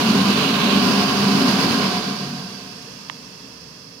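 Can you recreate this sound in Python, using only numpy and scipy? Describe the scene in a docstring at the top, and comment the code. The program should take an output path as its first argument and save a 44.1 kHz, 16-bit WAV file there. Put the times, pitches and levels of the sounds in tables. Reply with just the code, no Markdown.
"""A loud rush of air from a wall-mounted hand dryer booms in a small, hard-walled washroom.
The dryer switches off: the rush runs down within a second, a few resonances sing on,
and a low whoosh and a hiss slowly ebb. The air is noise, coloured by the room's resonances.
A hand cups the right microphone, shifts its grip early on, and taps the case once near the end."""
import sys
import numpy as np
from scipy import signal
from scipy.fft import rfft, irfft
from scipy.io import wavfile

SR = 44100
rng = np.random.default_rng(int(sys.argv[2]) if len(sys.argv) > 2 else 0)


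def store_wav(level_fs):
    """Save 16-bit WAV to argv[1]."""
    pcm = np.round(np.clip(np.atleast_2d(level_fs), -1, 1) * 32767)
    wavfile.write(sys.argv[1], SR, pcm.T.astype(np.int16))


N = 176400
TIME = np.arange(N) / SR
FREQUENCIES = np.arange(N // 2 + 1) * SR / N   # Hz


FLUTTER_DB, FLUTTER_PER_S = 0.71, 17   # turbulence shakes the level of the jet
BASS_HZ, BASS_WIDTH_HZ = 206, 170
# tone of the rushing air: (frequency [Hz], left level [dB per Hz], right level [dB per Hz])
RUSH_TONE = [(20, -86, -88), (40, -81, -76), (70, -66, -66), (86, -66, -65), (118, -55.5, -58.5),
             (219.6, -51.5, -50), (318, -57, -59.5), (414.5, -51, -49.5), (479, -58, -58.5),
             (680, -57, -56), (890, -59, -58), (1030, -52, -52.5), (1355, -59, -59), (1490, -58.5, -56),
             (2010, -63, -63.5), (2430, -62, -57.5), (2920, -64, -55.5), (3860, -67.5, -59),
             (5070, -69.5, -62.5), (6640, -75, -66), (7970, -75, -81), (8500, -76, -77),
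             (9300, -79.5, -71.5), (12000, -75.5, -77), (13800, -79, -87.2), (15700, -80, -102)]
# chance wavering of the bass level in the air noise: (time [s], level change [dB])
BASS_WAVER = [(0, .8), (.16, 2), (.36, -1), (.65, .4), (.82, 1.8), (1.07, 0), (1.38, 2.9), (1.6, 0.4),
              (1.8, 1.1), (2.0, -1.3), (2.7, -3.5)]
# the rush dies away: (frequency [Hz], start of fade [s], fade speed [dB per s])
RUSH_FADE = [(181, 1.75, 19.5), (402, 1.824, 26.5), (990, 1.78, 28), (2620, 1.846, 27.5), (5340, 1.82, 21),
             (11000, 1.73, 22.5)]
def dryer():
    """The jet of air blows steadily, its bass wavering by chance, then dies away once the motor is off."""
    def waver_and_fade(hz, s):
        start, speed = at_hz(RUSH_FADE, hz)
        waver = np.interp(s, *np.transpose(BASS_WAVER)) * bell(hz - BASS_HZ, BASS_WIDTH_HZ)
        return waver - speed * np.maximum(s - start, 0)
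    jet = airflow(RUSH_TONE, boost_column=2, echo_db=-4)
    flutter = from_db(FLUTTER_DB * drift(FLUTTER_PER_S))
    return moving_filter(jet * flutter, waver_and_fade)


# resonances that outlast the jet:
# (pitch [Hz], width [Hz], left level [dB], right level [dB], start of fade [s], fade speed [dB per s])
LASTING_RINGS = [(143.4, 11.5, -39, -40.5, 2.23, 24), (185.7, 10.7, -34, -34, 2.13, 26),
                 (716, 17, -37, -38, 2.1, 31), (755, 20, -45, -45, 2.08, 30), (1562, 84, -45, -48, 2.2, 21),
                 (4716, 70, -67, -44, 2.17, 13)]
def rings():
    """A few resonances, stirred by the air, sing on while the fan coasts."""
    out = 0
    for pitch, width, left_db, right_db, start, speed in LASTING_RINGS:
        peak = 1 / (1 + (2 * (FREQUENCIES - pitch) / width) ** 2)
        ring = irfft(turbulence() * peak, N)
        level_db = np.array([[left_db], [right_db]]) - speed * np.maximum(TIME - start, 0)
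        out = out + ring / ring.std() * from_db(level_db)
    return out


EBB_START_S, WHOOSH_TONE_AT_S = 2.93, 3.7
# tone of the whoosh, partly faded: (frequency [Hz], left level [dB per Hz], right level [dB per Hz])
WHOOSH_TONE = [(20, -99, -97), (40, -94, -96), (67.5, -75.5, -70.5), (86, -90, -82), (120, -68.5, -72),
               (212, -73, -75), (330, -81, -79.5), (424, -78, -73.5), (490, -76.5, -74), (650, -83, -83.5),
               (804, -83.5, -88), (1000, -78.5, -78), (1380, -85, -86), (1620, -84, -82),
               (2180, -85.5, -86), (2660, -86, -77), (3800, -93, -82.5), (5360, -85, -75.5),
               (6540, -92, -84), (7900, -93, -96.5), (9600, -96, -97.5), (11500, -94, -99),
               (13600, -99.6, -109.7), (15700, -100.6, -128)]
# the whoosh ebbs: (frequency [Hz], fade speed [dB per s])
WHOOSH_FADE = [(170, 2), (400, 1.5), (1000, 5), (2500, 3.5), (5000, 4), (11000, 3)]
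def whoosh():
    """A low whoosh with a thin hiss lies under the rush, stays behind and ebbs slowly."""
    def ebb(hz, s):
        speed = at_hz(WHOOSH_FADE, hz)[0]
        return speed * (WHOOSH_TONE_AT_S - np.maximum(s, EBB_START_S))
    return moving_filter(airflow(WHOOSH_TONE, boost_column=3, echo_db=1.5), ebb)


# where room and dryer housing boom: (pitch [Hz], width [Hz], rush boost [dB], whoosh boost [dB])
BOOMS = [(100, 8, 5.5, -3), (145, 7.7, 7, 3), (166, 5, 7, 7), (186.5, 9.8, 7, 6), (198.2, 8.75, 20.5, 2),
         (224, 12, 12.5, 4.3), (241.5, 9.8, 14, 9), (271, 14, 16, 12), (326, 13, 11.5, 5),
         (377.5, 7.3, 4, 5), (398, 14, 3.5, -5), (450, 18, 4, 4.5), (502, 8.5, 6, 1), (584, 11.3, 7.5, 5),
         (620, 9, 1.5, 9), (678, 16, 3, 0), (717, 18, 4, 1), (757, 16, 6, 2), (1002, 12, 7, 5),
         (1061, 20, 4.5, -1), (1179, 16, 3.5, 1), (1250, 25, 3, 1), (1411, 22, 5, 1), (1464, 23, 5.5, 0),
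         (1603, 16, 4.5, 2), (1660, 22, 4, 1), (2730, 170, 0, 5), (3340, 170, -.5, 5.5)]
def airflow(tone, boost_column, echo_db):
    """Swirling air, heard through the resonances and the echo of the room."""
    boom_db = sum(row[boost_column] * bell(FREQUENCIES - row[0], row[1] / np.sqrt(2)) for row in BOOMS)
    colour = from_db(at_hz(tone, FREQUENCIES) + boom_db)
    return irfft(turbulence() * colour * room(echo_db), N)


# how alike left and right sound: (frequency [Hz], likeness [-1 to 1])
STEREO_LIKENESS = [(30, .45), (60, .7), (110, .95), (260, .98), (310, .82), (430, .9), (520, .5), (590, .8),
                   (645, 0), (710, .55), (820, .25), (910, .62), (1070, .7), (1350, .1), (1480, .3),
                   (1750, -.2), (2000, 0)]
def turbulence():
    """Spectrum of swirling air: white noise, alike on both sides in the bass, unrelated in the treble."""
    shared, opposed = rfft(rng.standard_normal((2, N))) * np.sqrt(SR / 2)
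    alike = at_hz(STEREO_LIKENESS, FREQUENCIES)
    return np.sqrt((1 + alike) / 2) * shared + np.sqrt((1 - alike) / 2) * opposed * [[1], [-1]]


# the shifting grip: (time [s], hollow's pitch [Hz], its boost [dB], upper mids [dB], high treble [dB])
HAND_GRIP = [(0, 4620, 5.5, 2, 0), (.28, 4550, 7.5, 2, -0.5), (.42, 4330, 6.5, 5, -2.5),
             (.64, 4050, 5, 2.5, -6), (.75, 4450, 7.5, 5, -3.5), (.86, 4810, 8.5, 2, -2),
             (1.85, 4680, 8.5, -1, -1.5), (2.9, 4840, 4.5, -1.5, 2.5), (4, 4860, 7, -4.5, -1.5)]
def cupped_hand(hz, s):
    """The hollow of the hand resonates, lower and weaker as the grip closes; gives a gain in dB."""
    times, *columns = np.transpose(HAND_GRIP)
    hollow_hz, hollow_db, mids_db, treble_db = [np.interp(s, times, c) for c in columns]
    octave = np.log2(hz + 1)   # so the widths below are in octaves
    return (hollow_db * bell(octave - np.log2(hollow_hz), width=0.22)
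            + mids_db * bell(octave - np.log2(2790), width=0.38)
            + treble_db * bell(octave - np.log2(10000), width=0.56))


TAP_S, TAP_GAIN_DB, TAP_LEFT_DB, TAP_BAND_HZ = 3.0983, -10.8, -37, (710, 5100)
BOUNCE_S, BOUNCE_DB = .0043, -20   # the finger touches again, lightly
# the notes of the tapped case: (pitch [Hz], relative level [dB], time to fade by 60 dB [s])
CASE_NOTES = [(1050, 1.2, 0.009), (1800, 2.3, 0.005), (2750, -1.8, .0048), (5200, -5, .0045)]
def tap():
    """A finger makes one dry tick on the case, with a faint bounce, beside the right microphone."""
    tick = 0
    for start, touch_db in ((TAP_S, 0), (TAP_S + BOUNCE_S, BOUNCE_DB)):
        age = np.maximum(TIME - start, 0)
        for hz, db, fade_s in CASE_NOTES:
            level = (age > 0) * from_db(touch_db + db - 60 * np.minimum(age / fade_s, 10))
            tick = tick + level * np.cos(2 * np.pi * hz * age)
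    band = signal.butter(2, TAP_BAND_HZ, "band", fs=SR, output="sos")
    tick = signal.sosfilt(band, signal.sosfilt(band, tick))
    return from_db(TAP_GAIN_DB) * tick * from_db([[TAP_LEFT_DB], [0]])


ECHO_FADE_S, ECHO_LOW_HZ, WALL_DULL_HZ = 0.36, 600, 3470
def room(echo_db):
    """The hard walls add a short echo to the direct sound; gives a gain per side and frequency."""
    tail = rng.standard_normal((2, N)) * from_db(-60 * TIME / ECHO_FADE_S)
    tail /= np.sqrt(np.sum(tail ** 2, axis=1, keepdims=True))
    bass_cut = FREQUENCIES ** 2 / (FREQUENCIES ** 2 + ECHO_LOW_HZ ** 2)
    echo_gain = from_db(echo_db) * bass_cut / np.hypot(1, FREQUENCIES / WALL_DULL_HZ)
    return (1 + echo_gain * rfft(tail)) / np.hypot(1, echo_gain)


def from_db(db):
    """Turns decibels into a number to multiply by."""
    return 10 ** (np.asarray(db) / 20)


def at_hz(table, hz):
    """Looks up a table at any frequency, gliding between its rows on an octave scale."""
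    row_hz, *columns = np.transpose(table)
    return np.array([np.interp(np.log(hz + 1e-9), np.log(row_hz), c) for c in columns])


def bell(offset, width):
    """A rounded hump of height 1."""
    return np.exp(-(offset / width) ** 2)


def drift(rate):
    """A slow random wobble with a typical size of 1."""
    memory = np.exp(-2 * np.pi * rate / SR)
    slow = signal.lfilter([1], [1, -2 * memory, memory * memory], rng.standard_normal(N + SR))[SR:]
    return slow / slow.std()


def moving_filter(sound, gain_db):
    """Changes a sound's tone over time, following gain_db(frequency, time)."""
    hz, s, frames = signal.stft(sound, SR, nperseg=1024, noverlap=768)
    frames = frames * from_db(gain_db(hz[:, None], s))
    return signal.istft(frames, SR, nperseg=1024, noverlap=768)[1][..., :N]


def scene():
    """The air reaches both microphones, the right one through the cupped hand; the tap is added."""
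    left, right = dryer() + rings() + whoosh()
    return np.array([left, moving_filter(right, cupped_hand)]) + tap()


CUTOFF_HZ = 15850
def record(dry):
    """The very highest treble is cut off steeply."""
    return signal.sosfilt(signal.ellip(12, .1, 80, CUTOFF_HZ, fs=SR, output="sos"), dry)


dry = scene()
out = record(dry)
store_wav(out)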